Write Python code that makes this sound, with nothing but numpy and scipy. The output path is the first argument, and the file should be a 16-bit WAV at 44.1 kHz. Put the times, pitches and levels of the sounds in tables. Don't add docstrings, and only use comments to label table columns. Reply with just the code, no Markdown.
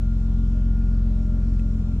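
import sys
import numpy as np
from scipy import signal
from scipy.fft import rfft, irfft
from scipy.io import wavfile
from scipy.ndimage import uniform_filter1d

SR = 44100
rng = np.random.default_rng(int(sys.argv[2]) if len(sys.argv) > 2 else 0)


def unload_wav(signal):
    wavfile.write(
        sys.argv[1],
        SR,
        np.round(np.clip(np.atleast_2d(signal).T, -1, 1) * 32767).astype(np.int16),
    )


def amplitude_ratio(level_db):
    exponent = np.asarray(level_db, float) / 20
    return 10 ** exponent


N = 88200
LEFT_RIGHT = np.array([[1], [-1]])

# time in seconds, firing rate of one bank in Hz.
IDLE_SPEED = [
    (0.0, 22.049),
    (0.45, 22.109),
    (0.8, 22.253),
    (1.05, 22.001),
    (1.45, 22.037),
    (1.7, 21.791),
    (1.85, 21.595),
    (2.0, 21.618),
]
# multiple of the bank rate, level in dB.
FIRING_ORDERS = [(1, -42), (2, -1), (3, -12.5), (4, -9.5), (5, -18.5), (6, -15.5), (7, -30), (8, -20),
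                 (9, -20.5), (10, -14.5), (11, -32.5), (12, -27), (13, -44), (14, -35), (15, -45.5),
                 (16, -39.5), (17, -52.5), (18, -37), (19, -45.5), (20, -43.5), (21, -50), (22, -50.5),
                 (23, -55.5), (24, -55), (25, -61), (26, -53)]
# multiple of the whole engine cycle rate, level in dB.
UNEVEN_ORDERS = [(4, -32), (5, -33.5), (7, -36), (16, -32.5), (17, -39.5), (23, -29.5), (26, -34),
                 (28, -26.5), (29, -27), (31, -24.5), (32, -39), (35, -31), (40, -40.5), (41, -40),
                 (44, -39.5)]
# time in seconds, boom on the firing tone in dB, ring on upper and uneven orders in dB.
CABIN_SWELL = [
    (0, 0, -2.5),
    (.5, 1, 0.5),
    (.9, 1.5, -1.5),
    (1.3, -.5, 1),
    (1.6, 0.5, 1.5),
    (1.8, -4, 0.5),
    (2, -3.5, 4),
]
# frequency in Hz, density in dB per Hz.
RUMBLE_SPECTRUM = [(25, -11.5), (40, -5.5), (80, -5), (160, -7), (215, -7.5), (250, -8), (300, -13),
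                   (450, -29.5)]
# time in seconds, whine pitch in Hz, level in dB.
BELT_WHINE = [
    (0.03, 1402, -60.5),
    (0.392, 1410, -62),
    (0.922, 1417, -58),
    (0.964, 1398, -62.5),
    (1.654, 1396, -61),
    (1.756, 1425, -64.5),
    (1.932, 1376, -59.5),
    (1.95, 1400, -63),
]
# multiple of the bank rate, level in dB, flutter in dB, flutter in radians.
GEAR_WHINES = [
    (27.75, -62, 4, 1.3),
    (34.78, -69, 4.5, .9),
]
# frequency in Hz, density in dB per Hz.
VENT_MID_SPECTRUM = [(300, -20), (450, -1.5), (800, -10), (1300, -12.5), (2020, -21), (7070, -28),
                     (9570, -35), (10500, -45)]
# frequency in Hz, density in dB per Hz.
VENT_SIDE_SPECTRUM = [(300, -12.5), (450, 1), (700, -3), (1300, -11), (1750, -22.5), (2400, -9.5),
                      (3300, -12), (10500, -24.5)]
# centre in Hz, width in Hz, level in dB.
VENT_WHISTLES = [(5508, 170, -75.5), (2470, 200, -77.5), (6870, 1000, -77.5)]
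# frequency in Hz, left level in dB, right level in dB, 60 dB decay in seconds.
PLASTIC_MODES = [(2580, 4, 3, 0.025), (2950, 4, -2, .006), (2018, -8, 2, .02), (6600, -14, -14, .025),
                 (7840, -18, -7, .02)]


def level(x, db):
    return x * amplitude_ratio(db) / np.sqrt(np.mean(x ** 2))


def walk(rate):
    hold = int(SR / rate)
    steps = np.repeat(rng.standard_normal(N // hold + 1), hold)
    return 1.3 * uniform_filter1d(uniform_filter1d(steps, hold), hold)[:N]


def band(hz, width):
    f = np.fft.rfftfreq(N, 1 / SR)
    bell = np.exp(-((f - hz) / width) ** 2)
    return level(irfft(rfft(rng.standard_normal(N)) * bell, N), 0)


def coloured(spectrum, swell_db, flicker_db):
    hz, density_db = np.array(spectrum, float).T
    f = np.fft.rfftfreq(N, 1 / SR) + 1
    shape_db = np.interp(np.log(f), np.log(hz), density_db, left=-90, right=-90)
    noise = rfft(rng.standard_normal(N)) * amplitude_ratio(shape_db)
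    third = 3 * np.log2(f / hz[0])
    swell = swell_db * walk(1.5)
    out = 0
    for k in range(int(3 * np.log2(hz[-1] / hz[0])) + 2):
        overlap = np.clip(1 - abs(third - k), 0, 1)
        out = out + irfft(noise * overlap, N) * amplitude_ratio(swell + flicker_db * walk(8.96))
    return out


def engine(turn, hz, boom_db, ring_db):
    orders = list(FIRING_ORDERS) + [(m / 3, db) for m, db in UNEVEN_ORDERS]
    out = 0
    for k, db in orders:
        odd, uneven = k % 2 == 1, k % 1 > 0
        ring_hz, ring_width_hz = (165 if odd else 240), 44
        lag = 1.95 * np.arctan2(k * hz * ring_width_hz, ring_hz ** 2 - (k * hz) ** 2)
        lag = lag + odd * k * 0.085 - uneven * k * 0.08
        lag = lag + (uneven and k < 9.5) * 2.72
        swell_db = (k == 2) * boom_db + (uneven or k > 11) * ring_db
        drift_db = (0.24 + k * 0.0597) * walk(8.02)
        pan_db = LEFT_RIGHT * (0.82 + k * 0.0329) / 2
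        side_lag = np.pi * hz * LEFT_RIGHT * 0.0001
        phase = k * (turn + side_lag + 0.02 * walk(8.05)) - lag
        out = out + amplitude_ratio(db + swell_db + drift_db + pan_db) * np.sin(phase)
    scatter = amplitude_ratio(0.37 * walk(30))
    return np.sqrt(2) * amplitude_ratio(-20) * scatter * out


def rumble():
    rumble_db, side_db = -46, -14.5
    mid = level(coloured(RUMBLE_SPECTRUM, swell_db=3.5, flicker_db=0.0), rumble_db)
    side = level(coloured(RUMBLE_SPECTRUM, swell_db=-2.5, flicker_db=2.0), rumble_db + side_db)
    return mid + LEFT_RIGHT * side


def whines(t, turn):
    when, belt_hz, belt_db = np.array(BELT_WHINE).T
    belt_phase = 2 * np.pi * np.cumsum(np.interp(t, when, belt_hz)) / SR
    tones = [(belt_phase, np.interp(t, when, belt_db), 1.5, 0.45)]
    tones += [(k * turn, db, flutter_db, rad) for k, db, flutter_db, rad in GEAR_WHINES]
    side_lag_rad, pan_db = 0.6, 5
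    out = 0
    for phase, db, flutter_db, flutter_rad in tones:
        loudness = np.sqrt(2) * amplitude_ratio(db + flutter_db * walk(22.05))
        out = out + loudness * np.sin(phase + flutter_rad * walk(30) + LEFT_RIGHT * side_lag_rad / 2)
    return out * amplitude_ratio(LEFT_RIGHT * pan_db / 2)


def vents():
    mid = level(coloured(VENT_MID_SPECTRUM, swell_db=0.5, flicker_db=1.6), -55)
    side = level(coloured(VENT_SIDE_SPECTRUM, swell_db=2.8, flicker_db=0.3), -58.5)
    whistle = sum(amplitude_ratio(db + 2.5 * walk(12.05)) * band(hz, width) for hz, width, db in VENT_WHISTLES)
    pan_db = 0.4
    return (mid + whistle + LEFT_RIGHT * side) * amplitude_ratio(LEFT_RIGHT * pan_db / 2)


def cloth_rustle(t):
    start_s, length_s = 0.4, 0.13
    puff = np.exp(-((t - start_s) / length_s) ** 2)
    fibres = np.array([band(3430, 600) for _ in LEFT_RIGHT])
    return amplitude_ratio(-67 + 1.5 * walk(44)) * puff * fibres


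def plastic_tick(t):
    tick_s, tick_db = 1.5955, -50
    since = np.clip(t - tick_s, 0, 1)
    out = 0
    for hz, left_db, right_db, t60_s in PLASTIC_MODES:
        side_db = np.array([[left_db], [right_db]])
        out = out + amplitude_ratio(tick_db + side_db - 60 * since / t60_s) * np.sin(2 * np.pi * hz * since)
    return out


def scene():
    t = np.arange(N) / SR
    hz = np.interp(t, *np.array(IDLE_SPEED).T)
    turn = 2 * np.pi * (0.301 + np.cumsum(hz) / SR)
    when, boom, ring = np.array(CABIN_SWELL).T
    motor = engine(turn, hz, np.interp(t, when, boom), np.interp(t, when, ring))
    return motor + rumble() + whines(t, turn) + vents() + cloth_rustle(t) + plastic_tick(t)


def low_pass(x):
    return signal.sosfilt(signal.butter(12, 15650, fs=SR, output="sos"), x)


def record(dry):
    top_cut = signal.ellip(6, 0.1, 40, 10250, fs=SR, output="sos")
    mix = signal.sosfiltfilt(top_cut, dry)
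    return low_pass(mix)


dry = scene()
out = record(dry)
unload_wav(out)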